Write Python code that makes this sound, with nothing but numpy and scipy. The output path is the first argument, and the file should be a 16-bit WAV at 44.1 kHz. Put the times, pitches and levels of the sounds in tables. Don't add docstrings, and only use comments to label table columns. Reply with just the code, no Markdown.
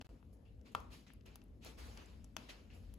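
import sys
import numpy as np
from scipy import signal
from scipy.fft import rfft, irfft, next_fast_len
from scipy.io import wavfile
from scipy.ndimage import uniform_filter1d

SR = 44100
rng = np.random.default_rng(int(sys.argv[2]) if len(sys.argv) > 2 else 0)


def int16_out(signal):
    q = np.round(np.clip(np.atleast_2d(signal).T, -1, 1) * 32767)
    wavfile.write(sys.argv[1], SR, q.astype(np.int16))


N = 131418

# time in seconds, level of the rumble in dB.
DRAUGHT_LEVELS = [(0, -57.5), (.14, -56), (.2, -67), (.3, -55.5), (.4, -63.5), (.59, -53.5), (.7, -72.5),
                  (.79, -53), (.85, -58), (.9, -53.5), (.96, -63), (1.12, -69), (1.17, -53.5),
                  (1.23, -63.5), (1.28, -57.5), (1.4, -65), (1.52, -55.5), (1.63, -60.5), (1.69, -57),
                  (1.74, -59), (1.86, -50), (2.06, -61), (2.16, -54), (2.42, -62.5), (2.5, -60),
                  (2.6, -61.5), (2.9, -51), (2.98, -58.5)]


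def amp(db):
    return 10 ** (np.asarray(db) / 20)


def unit_power(x):
    return x / np.sqrt(np.mean(x ** 2) + 1e-30)


def curve_at(points, hz):
    point_hz, value = np.transpose(points)
    return np.interp(np.log(hz + 1), np.log(point_hz + 1), value)


def grid(size):
    hop = size // 4
    return np.fft.rfftfreq(size, 1 / SR)[:, None], np.arange(N // hop + 5) * hop / SR


def stereo_noise(gain, likeness, left_db):
    size = 2 * (len(gain) - 1)
    a, b, c, d = rng.standard_normal(gain.shape[::-1] + (4,)).T
    left = a + 1j * b
    right = likeness * left + np.sqrt(1 - likeness ** 2) * (c + 1j * d)
    sound = signal.istft(np.array([left, right]) * gain, nperseg=size, noverlap=size * 3 // 4)[1]
    balance = amp([[left_db / 2], [-left_db / 2]])
    return balance * sound[:, :N] / np.sqrt(3 * size / 4)


def patches(shape, bins, frames):
    field = rng.standard_normal(shape[::-1]).T
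    return unit_power(uniform_filter1d(uniform_filter1d(field, bins, 0), frames, 1))


def draught():
    # frequency in Hz, relative level in dB.
    flue_tone = [(25, -45), (36, -16), (48, -2), (60, 0), (70, -6), (82, -5), (110, -13), (220, -95)]
    hz, t = grid(size=8192)
    gain = unit_power(amp(curve_at(flue_tone, hz))) * np.ones(len(t))
    rumble = stereo_noise(gain, likeness=.93, left_db=2)
    power = (rumble ** 2).mean(0)
    loudness = np.sqrt(uniform_filter1d(uniform_filter1d(power, size=1200), size=1200))
    steady = unit_power(rumble / (loudness + .1))
    return steady * amp(np.interp(np.arange(N) / SR, *np.transpose(DRAUGHT_LEVELS)))


def flames():
    # frequency in Hz, relative level in dB.
    wash_tone = [(40, -45), (90, -5.5), (150, -2.5), (235, 3.5), (330, -9), (480, -8.5), (650, -16.5),
                 (1000, -26.5), (2500, -33), (6000, -41), (12000, -37), (16000, -51)]
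    # frequency in Hz, likeness from 0 to 1.
    likeness = [(100, 0.97), (250, 1), (700, 0.18), (1200, 0.092), (3500, 0.27), (6000, 0.29)]
    level_db, drift_db, follow_share = -61.5, 2, .26
    hz, t = grid(size=1024)
    drift = drift_db * patches((len(hz), len(t)), bins=10, frames=12)
    draught_db = uniform_filter1d(np.interp(t, *np.transpose(DRAUGHT_LEVELS)), size=50)
    swell = follow_share * (draught_db - draught_db.mean())
    gain = unit_power(amp(curve_at(wash_tone, hz))) * amp(level_db + drift + swell)
    return stereo_noise(gain, curve_at(likeness, hz), left_db=5)


def gas_jets():
    # start in seconds, rise in seconds, top level in dB before the tone is added,
    # fall in dB per second, low-end boost in dB, treble boost in dB.
    jets = [(.0, 0.018, -63.5, 100, 10, -7.5), (0.327, 0.0034, -86.5, 400, -7, 18.5),
            (0.449, 0.0061, -67.5, 143, -9, -20), (0.641, 0.031, -60, 185, 0.5, -11),
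            (.716, 0.0039, -74.5, 602, 18, 7.5), (0.749, 0.0019, -58, 128, 14.5, -7.5),
            (0.891, 0.051, -55.5, 166, -1.5, -6), (1.063, 0.0067, -56, 178, -7, -15.5),
            (1.251, 0.013, -58.5, 109, 4, -12), (1.602, 0.057, -52, 193, -5, -10.5),
            (1.654, 0.01, -53, 178, 7.5, -6), (1.766, 0.027, -54.5, 48.5, 6, -6),
            (1.958, 0.02, -55.5, 95, 6, -15.5), (2.368, 0.015, -57.5, 55, 4.5, -10),
            (2.484, 0.014, -44, 398, -3, -13), (2.499, 0.017, -55, 117, 3, -13),
            (2.694, 0.021, -59, 140, -5, -18), (2.723, 0.025, -69, 128, 10, 0.5),
            (2.8, 0.046, -71.5, 33, -3, -8)]
    # frequency in Hz, boost in dB.
    jet_tone = [(250, 13), (600, 6), (1500, 5), (2700, 5), (4500, 7.5), (7000, 3), (11000, 2.5),
                (15000, -1.5)]
    # frequency in Hz, likeness from 0 to 1.
    likeness = [(300, 0.32), (1200, 0.025), (3000, 0.36), (6000, 0.04)]
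    low_hz, mid_hz, treble_hz, whistle_width_hz = 740, 2685, 10100, 300
    hz, t = grid(size=256)
    power = np.zeros((len(hz), len(t)))
    whistle_shape = np.exp(-.5 * ((hz - mid_hz) / whistle_width_hz) ** 2) - .5
    for start, rise, top_db, fall, low_db, treble_db in jets:
        opening = np.clip((t - start) / max(rise, .002), 0, 1)
        level = np.sin(np.pi / 2 * opening) ** 2 * amp(top_db - fall * np.maximum(t - start - rise, 0))
        tilt_db = curve_at([(low_hz, low_db), (mid_hz, 0), (treble_hz, treble_db)], hz)
        whistle_db = -.4 * min(treble_db, 0) * whistle_shape
        power += (level * amp(curve_at(jet_tone, hz) + tilt_db + whistle_db)) ** 2
    flicker_db = 2 * patches(power.shape, bins=4, frames=20)
    gain = np.sqrt(power) * amp(flicker_db) * (hz > 300)
    return stereo_noise(gain, curve_at(likeness, hz), left_db=1)


def wood_pop(peak_db, centre_octaves, width_octaves):
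    # frequency in Hz, relative level in dB.
    stove_notes = [(155, -10), (235, -9), (310, -10), (435, -8), (650, -3), (825, 1), (960, -1), (1185, -4),
                   (1350, -4), (1570, -5), (1800, -5), (2670, 1), (3050, 1), (3480, -5)]
    splits_per_s, split_fade_s, crack_fade_s = 2500, .0012, .0022
    scatter_db, crack_db, left_db = 1.5, 6, 6.5
    t = np.arange(4096) / SR
    hz, note_db = np.transpose(stove_notes)[:, :, None]
    note_db = note_db + scatter_db * rng.standard_normal((2, len(hz), 1))
    white = rng.standard_normal((3, len(t)))
    splits = white[0] * (rng.random(len(t)) < splits_per_s / SR) * np.exp(-t / split_fade_s) / 3
    splits[0] = 1
    knock = .35 * amp(min(peak_db + 28, 0))

    def tone(f):
        distance = (np.log2((f + 1) / 1000) - centre_octaves) / max(width_octaves, .2)
        return .03 + knock + np.exp(-.5 * distance ** 2)

    ring_s = .03 * (1000 / hz) ** .6
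    lag_s = np.array([[[0]], [[.00016]]]) * (hz < 2200)
    behind = 1.1 * np.arange(len(hz))[:, None]
    notes = tone(hz) * amp(note_db - 60 * t / ring_s) * np.sin(2 * np.pi * hz * (t - lag_s) - behind)
    ring = signal.fftconvolve(notes.sum(1), splits[None, :400], axes=1)[:, :len(t)]
    crack_hz = np.fft.rfftfreq(len(t), 1 / SR)
    crack_spectrum = rfft(white[1] + .5 * white[1:]) * tone(crack_hz) * (crack_hz > 500)
    crack = irfft(crack_spectrum) * np.exp(-t / crack_fade_s)
    sound = (ring + amp(crack_db) * crack) * np.minimum(t / .0001, 1)
    return sound / abs(sound).max() * amp(peak_db + np.array([[left_db / 2], [-left_db / 2]]))


def crackle():
    # start in seconds, peak in dB before the left-right balance,
    # centre of the tone in octaves above 1 kHz, its width in octaves.
    pops = [(0.013, -39, 1, 1.4), (0.2279, -57, 0.5, .7), (.330, -62, -1.5, 0.56), (0.3388, -62, 6, 1.6),
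            (.613, -62, 2.5, 0.69), (0.7495, -22, 0.08, 0.6), (0.8022, -47, 3.5, 1),
            (1.068, -63.5, 0.9, 0.32), (1.082, -58.5, 2.5, 0.32), (1.103, -53.5, 0.7, 0.67),
            (1.135, -48, 3.5, 0.28), (1.21, -61.5, 1.87, 0.81), (1.262, -49, 3.5, 0.99),
            (1.357, -35, 4, 0.94), (1.417, -57.5, 1.84, 0.88), (1.439, -55.5, 3.5, 0.26),
            (1.648, -35.5, 3.5, 0.48), (1.9741, -41.5, 2.5, 0.59), (2.059, -50.5, 3, 0.2),
            (2.244, -42, 3, .4), (2.366, -26.5, 2.3, 1.13), (2.4916, -50, 1.2, 0.41),
            (2.7031, -56.5, 1.3, 0.22), (2.939, -43, 3.5, 0.49)]
    ticks_per_s, faintest_db = 10, -74
    draws = rng.random((40, 3))[:int(ticks_per_s * N / SR)]
    ticks = [(when * N / SR, faintest_db - 2.5 * np.log(softness), 1 + 2.5 * pitch, .7)
             for when, softness, pitch in draws]
    out = np.zeros((2, N + 4096))
    for start, *settings in pops + ticks:
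        at = round(start * SR)
        out[:, at:at + 4096] += wood_pop(*settings)
    return out[:, :N]


def room_echo(sound):
    # frequency in Hz, seconds to fade by 60 dB.
    fade_times = [(300, 0.76), (8000, 0.11)]
    hz, t, spectrum = signal.stft(rng.standard_normal((2, SR // 2)), SR, nperseg=256)
    fade = amp(-60 * t / curve_at(fade_times, hz)[:, None])
    tail = signal.istft(spectrum * fade, SR, nperseg=256)[1]
    return signal.fftconvolve(sound, tail / np.linalg.norm(tail[0]), axes=1)[:, :N]


def scene():
    wood = crackle()
    return draught() + flames() + gas_jets() + wood + amp(-15) * room_echo(wood)


def record(dry):
    # start in seconds, end in seconds.
    dips = [(0.0248, .0458), (0.0687, .0918)]
    shared_from_hz, in_step_hz, left_lag_s = 6300, 6850, .000232
    dull_from_hz, cutoff_hz, dip_db = 14000, 16400, -31
    size = next_fast_len(N + 2048)
    hz = np.fft.rfftfreq(size, 1 / SR)
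    left, right = rfft(dry, size)
    share = np.clip((hz - shared_from_hz) / 500 + .5, 0, 1)
    late_right = right * np.exp(-2j * np.pi * (hz - in_step_hz) * left_lag_s)
    left = np.sqrt(1 - share ** 2) * left + share * late_right
    dulling = amp(curve_at([(dull_from_hz, 0), (cutoff_hz, -16)], hz))
    out = irfft(dulling * np.array([left, right]), size)[:, :N]
    t = np.arange(N) / SR
    for start, end in dips:
        out[:, (t > start) & (t < end)] *= amp(dip_db)
    low_pass = signal.firwin(511, cutoff_hz, window=("kaiser", 9), fs=SR)
    return signal.oaconvolve(out, low_pass[None], "same")


dry = scene()
out = record(dry)
int16_out(out)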